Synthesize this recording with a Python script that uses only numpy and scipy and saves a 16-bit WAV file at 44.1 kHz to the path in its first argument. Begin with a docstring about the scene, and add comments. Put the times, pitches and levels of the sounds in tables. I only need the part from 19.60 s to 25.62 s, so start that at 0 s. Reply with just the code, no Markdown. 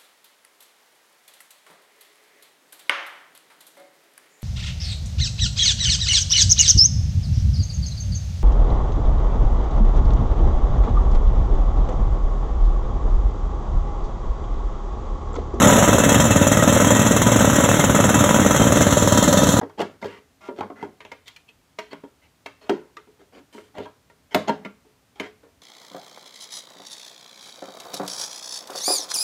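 """A circuit card knocks against an open steel computer case as it is worked by hand into its slot.
Bracket and edge stick and slip along the metal, scraping and squeaking, then let go and hit the frame.
Knocks and scrapes ring the case and the card; the desk reflects them and the small room rings on.
A faint hiss lies underneath."""
import sys
import numpy as np
from scipy import signal
from scipy.fft import rfft, irfft, next_fast_len
from scipy.io import wavfile

SR = 44100
rng = np.random.default_rng(int(sys.argv[2]) if len(sys.argv) > 2 else 0)


def transcribe(signal):
    """Save signal, clipped to [-1, 1], as a 16-bit WAV file at the path in sys.argv[1]."""
    frames = np.atleast_2d(signal).T
    limited = np.clip(frames, -1, 1)
    pcm = np.round(limited * 32767).astype(np.int16)
    wavfile.write(sys.argv[1], SR, pcm)


N = 265393

# Impacts on the frame. Each row: start in seconds, relative level in dB, brightness in dB per octave,
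# card's share of the mode energy from 0 to 1, nearest mode in Hz.
KNOCKS = [(0.013, -43.5, -0.9, 0, 841), (0.031, -41.5, -4, 0.07, 375), (0.096, -61.5, 2.5, 0.14, 920),
          (0.2035, -31, -0.44, 0.07, 394), (0.214, -40.5, 4.5, 0.02, 675), (0.426, -39, -1, 1, 2000),
          (0.443, -40.5, -2, 0, 480), (0.8868, -42, -3.5, 1, 630), (0.9864, -41.5, -3, 0.25, 397),
          (1.0068, -38.5, -1, 0, 1030), (1.029, -45, -3.5, 0.5, 1260), (1.101, -47.5, -5, 0.2, 1190),
          (1.2268, -39.5, -2.5, 0.06, 743), (1.4045, -51, 3.5, 0.97, 2090), (1.4499, -50, 1.5, 0, 2260),
          (1.517, -44, 2.5, 0.46, 2200), (1.6794, -65, 12.5, 0.24, 3300), (1.762, -63.5, 9.5, 0.3, 2580),
          (2.187, -37.5, 4, 0.89, 423), (2.33, -43.5, -0.5, 0.08, 165), (2.437, -49, -4, 0.09, 285),
          (2.8602, -42, 2, 0.02, 2390), (3.0943, -25.5, -1.57, 0.06, 380), (3.3681, -48.5, 4, 0.77, 1270),
          (3.472, -63, -2.7, 0.5, 420), (3.948, -53.5, -4, 0.4, 235), (3.98, -50.5, 1, 0.78, 463),
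          (4.182, -41.5, 0, 0.08, 458), (4.204, -52.5, -6.5, 0, 630), (4.257, -53.5, 1, 0, 990),
          (4.499, -60, 1.5, 0.7, 1800), (4.7458, -22.5, -0.5, 0.1, 3550), (4.7455, -44.5, 10, 0, 13000),
          (4.757, -29.5, -1.5, 0.2, 630), (4.8936, -30, -0.3, 0.15, 830), (5.0492, -43, 2.5, 1, 2270),
          (5.056, -52, -6, 0, 194), (5.598, -39.5, 5.5, 0.69, 2150), (5.603, -45, -5.5, 0.2, 410),
          (5.632, -50, 3, 0.73, 2210), (5.668, -53, 0.5, 0.45, 2080)]
# Sliding strokes, and at 5.616 s the loose card rattling on after the knock just before. Each row: start in
# seconds, # length in seconds, relative level in dB, brightness in dB per octave, swell over the stroke in dB,
# nearest mode in Hz.
SCRAPES = [(0.175, 0.012, -41, -0.8, 16, 880), (0.191, 0.038, -31.5, -1.5, -14.5, 625),
           (0.414, 0.057, -43.5, 1.8, 3, 387), (0.478, 0.11, -49, 0.1, -9, 1960),
           (0.808, 0.072, -52, 2.5, 4, 895), (0.961, 0.036, -47.5, 0.8, 4, 430),
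           (1.155, 0.095, -48.5, -0.7, 6, 2030), (1.658, 0.026, -57, 5.5, 5, 3940),
           (1.882, 0.013, -62, 3.5, 12, 2580), (2.307, 0.023, -49.5, 0.5, 1, 2200),
           (2.617, 0.047, -66.5, 2.4, 2.5, 2280), (3.011, 0.072, -56.5, 2.3, -2, 480),
           (3.59, 0.026, -59, 1, 9, 424), (3.724, 0.072, -52.5, 0.8, 2, 286),
           (3.926, 0.16, -55.5, 2.1, -18.5, 9000), (4.142, 0.035, -47.5, 0.1, 10.5, 640.0),
           (4.188, 0.07, -50, -0.3, -1.5, 4000), (4.709, 0.055, -47.5, 1.7, 0.5, 1890.0),
           (4.873, 0.015, -29, -0.1, 14, 690.0), (5.248, 0.03, -66, -1.5, -12, 400),
           (5.557, 0.044, -58.0, 2, -5, 817.0), (5.616, 0.049, -50.5, 0.5, 12, 2060),
           (5.83, 0.044, -60.5, -1, -11, 460)]
# Slips locked to one pitch. Each row: start in seconds, length in seconds, pitch in Hz, level in dB.
SQUEAKS = [(1.873, 0.037, 2600, -55), (2.3, 0.035, 4420, -55), (3.004, 0.055, 4280, -63),
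           (3.732, 0.035, 3050, -64), (4.243, 0.02, 945, -41.5), (4.878, 0.0083, 6800, -42.5)]
# Steel case modes. Each row: frequency in Hz, relative level in dB, T60 in seconds.
CASE_MODES = [(98.5, -11, 0.34), (161, -18.5, 0.39), (205.8, -12.5, 0.14), (282.1, -2.5, 0.15),
              (356, -7.5, 0.04), (404, 2, 0.16), (455.8, -4, 0.14), (564, -6.5, 0.017), (625, -4, 0.17),
              (723, -4, 0.12), (844, -3.5, 0.077), (927, -2.5, 0.11), (1067, -19.5, 0.29),
              (1310, -15.5, .13), (1634, -13.5, 0.16), (2005, -16, 0.068), (3236, -10, 0.13),
              (4210, -12, 0.059)]
# Modes of card and bracket. Each row: frequency in Hz, relative level in dB, T60 in seconds.
CARD_MODES = [(426.5, 0, 0.32), (646, -2.5, 0.13), (945, 0, 0.14), (1190, -10.5, 0.09), (1385, -7, 0.14),
              (1682, -17.5, 0.13), (2041, -5, 0.078), (2140, -3.5, 0.052), (2370, -16, 0.11),
              (3040, -12.5, 0.06), (3650, -15, 0.057), (4370, -30.5, .1)]
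# Dense, weaker panel modes. Each row: frequency in Hz, relative spectral density in dB.
PANEL_SPECTRUM = [(50, -44), (130, -27.5), (200, -6), (290, 1.5), (450, 5.5), (900, -5.5), (1600, -3.5),
                  (3300, -5), (5500, -5), (10000, -16.5), (14000, -16.5)]
# Ring times. Each row: frequency in Hz, panel T60 in seconds, room T60 in seconds.
RING_TIMES = [(100, 0.15, 0.68), (385, 0.17, 0.36), (1180, 0.13, 0.41), (3500, 0.029, 0.28),
              (8300, 0.06, .27), (15000, 0.063, 0.11)]
# Steady background. Each row: frequency in Hz, relative spectral density in dB.
HISS_SPECTRUM = [(15, -51.5), (25, -33.5), (42, -8.5), (69, -1.5), (183, -7.5), (209, -11.5), (267, -5),
                 (331, -13.5), (582, -14), (722, -16), (826, -16), (6730, -25.5), (15500, -32)]
# Edges in Hz of five registers: thud, knock, clank, click, tick.
REGISTER_EDGES_HZ = [80, 300, 700, 1600, 6000, 15500]
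# Base tone of contacts. Each row: register frequency in Hz, knock offset in dB, scrape offset in dB.
REGISTER_TONE = [(199, -4.5, -3.5), (464, 0.2, -1.5), (980, -0.84, -3.5), (2840, -5.5, -5),
                 (10800, -22, -21)]
# Frame's broad lift round a struck mode. Each row: nearest mode in Hz, lift in dB.
KNOCK_LIFT = [(400, 5), (850, 12), (2200, 5.5), (6000, 4.5)]

DESK_DELAY_S, DESK_DB, DESK_CUT_HZ = 0.0145, -19.5, 1700
PANEL_DB, ROOM_DB = -1.5, -12.5
KNOCK_DB, SCRAPE_DB = -1.3, -2.07
NEAR_DB, NEAR_OCTAVES = 7.5, 0.19   # boost of the modes nearest a contact
BOOM_HZ, BAFFLE_HZ = 108, 158   # the case's lowest boom; it radiates poorly below BAFFLE_HZ
CRACK_GAIN, CRACK_S = 1.97, 0.0018   # the struck spot sheds most of its energy at once
PIVOT_HZ, TILT_TOP_HZ = 930, 5300
SIZE = 2 ** 15   # samples per contact
AGE_S = np.arange(SIZE) / SR
BINS_HZ = np.maximum(np.fft.rfftfreq(SIZE, 1 / SR), 1)
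REGISTER_HZ, KNOCK_TONE_DB, SCRAPE_TONE_DB = np.array(REGISTER_TONE).T


def from_db(db):
    """Decibels to gain."""
    return 10 ** (np.asarray(db) / 20)


def unit_energy(x):
    """Scale to energy 1."""
    return x / np.sqrt(np.sum(x ** 2) + 1e-20)


def at_hz(rows, hz, column=1):
    """Interpolate a table column over log frequency."""
    rows = np.array(rows)
    return np.interp(np.log(hz), np.log(rows[:, 0]), rows[:, column])


def add(out, start_s, sound):
    """Mix a sound in at start_s."""
    start = max(0, round(start_s * SR))
    out[start:start + len(sound)] += sound[:N - start]


def colour(x, curve_db):
    """Minimum-phase filter with the given gain per bin."""
    cepstrum = irfft(np.log(from_db(curve_db)))
    cepstrum[1:SIZE // 2] *= 2
    cepstrum[SIZE // 2 + 1:] = 0
    return irfft(rfft(x) * np.exp(rfft(cepstrum)))


def hiss(rms_db=-62):
    """Steady noise of room and microphone."""
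    size = next_fast_len(N)
    hz = np.maximum(np.fft.rfftfreq(size, 1 / SR), 1)
    spectrum = rfft(rng.standard_normal(size)) * from_db(at_hz(HISS_SPECTRUM, hz))
    return from_db(rms_db) * np.sqrt(N) * unit_energy(irfft(spectrum, size)[:N])


def panel_field(room_rise_s=0.014):
    """Noise bands and their envelopes: dense panel modes die fast, the room lingers."""
    edges_hz = np.geomspace(60, 16500, 15)
    white = rng.standard_normal((2, N))
    bands, decays = [], []
    for k, (low, high) in enumerate(zip(edges_hz, edges_hz[1:])):
        hz = np.sqrt(low * high)
        band = signal.sosfilt(signal.butter(2, [low, high], "band", fs=SR, output="sos"), white[k % 2])
        bands.append(band * from_db(at_hz(PANEL_SPECTRUM, hz)))
        panel = np.exp(-np.log(1000) * AGE_S / at_hz(RING_TIMES, hz))
        room = np.exp(-np.log(1000) * AGE_S / at_hz(RING_TIMES, hz, column=2))
        room *= from_db(ROOM_DB) * (1 - np.exp(-AGE_S / room_rise_s))
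        onset = 1 - np.exp(-AGE_S * hz * 1.77)   # lows start later
        decays.append(np.hypot(panel, room) * onset)
    return np.array(bands), np.array(decays)


def modes(table, scatter_db):
    """Decaying sines; each contact point draws new strengths and signs."""
    hz, db, t60_s = np.array(table).T[:, :, None]
    strength = from_db(db + scatter_db * rng.standard_normal(hz.shape)) * rng.choice([-1, 1], hz.shape)
    t = AGE_S[:SIZE // 3]
    rings = np.sum(strength * np.sin(2 * np.pi * hz * t) * np.exp(-np.log(1000) * t / t60_s), axis=0)
    return unit_energy(np.pad(rings, (0, SIZE - len(t))))


def touch_response(field, card_share, near_hz, spread_s=0.00098):
    """One touch spreads through case, card and panels, and echoes off the desk."""
    bands, decays = field
    start = rng.integers(0, N - SIZE)
    panels = unit_energy(np.sum(bands[:, start:start + SIZE] * decays, axis=0))
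    case = np.sqrt(1 - card_share) * modes(CASE_MODES, scatter_db=5.0)
    card = np.sqrt(card_share) * modes(CARD_MODES, scatter_db=4.5)
    attack = (1 - np.exp(-AGE_S / spread_s)) * (1 + CRACK_GAIN * np.exp(-AGE_S / CRACK_S))
    direct = attack * (case + card + from_db(PANEL_DB) * panels)
    delayed = np.pad(direct, (int(DESK_DELAY_S * SR), 0))[:SIZE]
    echo = from_db(DESK_DB) * signal.lfilter(*signal.butter(1, DESK_CUT_HZ, fs=SR), delayed)
    near_db = NEAR_DB / (1 + (np.log2(BINS_HZ / near_hz) / NEAR_OCTAVES) ** 2)
    baffle = signal.butter(2, BAFFLE_HZ, "high", fs=SR, output="sos")
    return signal.sosfilt(baffle, colour(direct + echo, near_db))


def contact_tone(base_db, db_per_octave, near_hz, lift_db, width_octaves):
    """Register levels in dB: force sets the base, hardness the tilt, place a lift round near_hz."""
    tilt_db = db_per_octave * np.log2(np.minimum(REGISTER_HZ, TILT_TOP_HZ) / PIVOT_HZ)
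    return base_db + tilt_db + lift_db / (1 + (np.log2(REGISTER_HZ / near_hz) / width_octaves) ** 2)


def set_registers(x, levels_db, boom_db, window_s):
    """Filter x so its first window_s nears the register levels, then shelve the deep bass."""
    count = int(window_s * SR)
    fade = np.minimum(1, np.arange(count)[::-1] / 128)
    edge_bins = np.searchsorted(BINS_HZ, REGISTER_EDGES_HZ)
    for _ in range(2):
        power = 2 * np.abs(rfft(x[:count] * fade, SIZE)) ** 2 / (SIZE * count)
        gain_db = levels_db - 10 * np.log10(np.add.reduceat(power, edge_bins)[:-1] + 1e-20)
        deep_db = min(gain_db[:2])
        x = colour(x, np.interp(np.log(BINS_HZ), np.log([BOOM_HZ, *REGISTER_HZ]), [deep_db, *gain_db]))
    return colour(x, boom_db / (1 + (BINS_HZ / BOOM_HZ) ** 6))


def squeaks(q=22):
    """Friction briefly feeds one narrow resonance."""
    out = np.zeros(N)
    for start_s, length_s, hz, db in SQUEAKS:
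        rub = rng.standard_normal(SIZE) * np.sin(np.pi * np.minimum(AGE_S / length_s, 1))
        resonance = signal.iirpeak(hz, q, fs=SR)
        tone = signal.lfilter(*resonance, signal.lfilter(*resonance, rub))
        add(out, start_s, from_db(db) * np.sqrt(length_s * SR) * unit_energy(tone))
    return out


def scrapes(field, slips_per_s=1500, spread_db=4, card_share=0.33):
    """Stick-slip: tiny uneven impacts that swell or ease with hand pressure and hardly rock the case; the same
    dense impacts make the card's rattle after a knock."""
    out = np.zeros(N)
    for start_s, length_s, db, db_per_octave, swell_db, near_hz in SCRAPES:
        levels_db = contact_tone(SCRAPE_TONE_DB + db, db_per_octave, near_hz,
                                 lift_db=8.5, width_octaves=0.75)
        count = int(length_s * SR)
        slipping = rng.random(SIZE)[:count] < slips_per_s / SR
        direction, strength = rng.standard_normal((2, SIZE))[:, :count]
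        slips = slipping * np.sign(direction) * from_db(spread_db * np.clip(strength, -2, 2))
        slips[0] = 1   # the grip breaks
        force = slips * from_db(swell_db * np.linspace(-1, 0, count))
        ring = signal.fftconvolve(touch_response(field, card_share, near_hz), force)[:SIZE]
        add(out, start_s, set_registers(ring, levels_db, boom_db=-6.5, window_s=count / SR + 0.004))
    return from_db(SCRAPE_DB) * out


def knocks(field, lead_in_s=0.009, lead_in_db=-17.5, touches_per_s=1500,
           chatter_db=-6, chatter_s=0.002, rattle_db=5, rattle_s=0.0052):
    """A faint swell of ticks, one impact, then chatter; the loose card rattles harder and longer."""
    out = np.zeros(N)
    t = AGE_S[:SIZE // 24]
    lead = int(lead_in_s * SR)
    low_cut = signal.butter(1, 600, "high", fs=SR, output="sos")   # chatter is too light to move the case
    for start_s, db, db_per_octave, card_share, near_hz in KNOCKS:
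        levels_db = contact_tone(KNOCK_TONE_DB + db, db_per_octave, near_hz,
                                 lift_db=at_hz(KNOCK_LIFT, near_hz), width_octaves=0.5)
        levels_db[-1] -= 6.5 * card_share   # the card is duller than bare steel
        touches = rng.standard_normal(len(t)) * (rng.random(len(t)) < touches_per_s / SR)
        chatter = signal.sosfilt(low_cut, touches * np.exp(-t / (chatter_s + card_share * rattle_s)))
        impact = from_db(chatter_db + card_share * rattle_db) * unit_energy(chatter)
        impact[0] += 1   # the firm blow
        lead_in = from_db(lead_in_db) * unit_energy(touches[-lead:] * np.linspace(0, 1, lead) ** 2)
        force = np.r_[lead_in, impact]
        ring = signal.fftconvolve(touch_response(field, card_share, near_hz), force)[:SIZE]
        knock = set_registers(ring, levels_db, boom_db=7, window_s=lead / SR + 0.032)
        add(out, start_s - lead / SR, knock)
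    return from_db(KNOCK_DB) * out


def scene():
    """Handling noises and hiss at one close microphone."""
    field = panel_field()
    return (knocks(field) + scrapes(field) + squeaks() + hiss())[None]


def record(dry, low_hz=45, top_hz=15500):
    """The microphone sheds deep bass; the top is cut steeply."""
    thin = signal.sosfilt(signal.butter(2, low_hz, "high", fs=SR, output="sos"), dry)
    return signal.sosfilt(signal.ellip(10, 0.2, 80, top_hz, fs=SR, output="sos"), thin)


dry = scene()
out = record(dry)
transcribe(out)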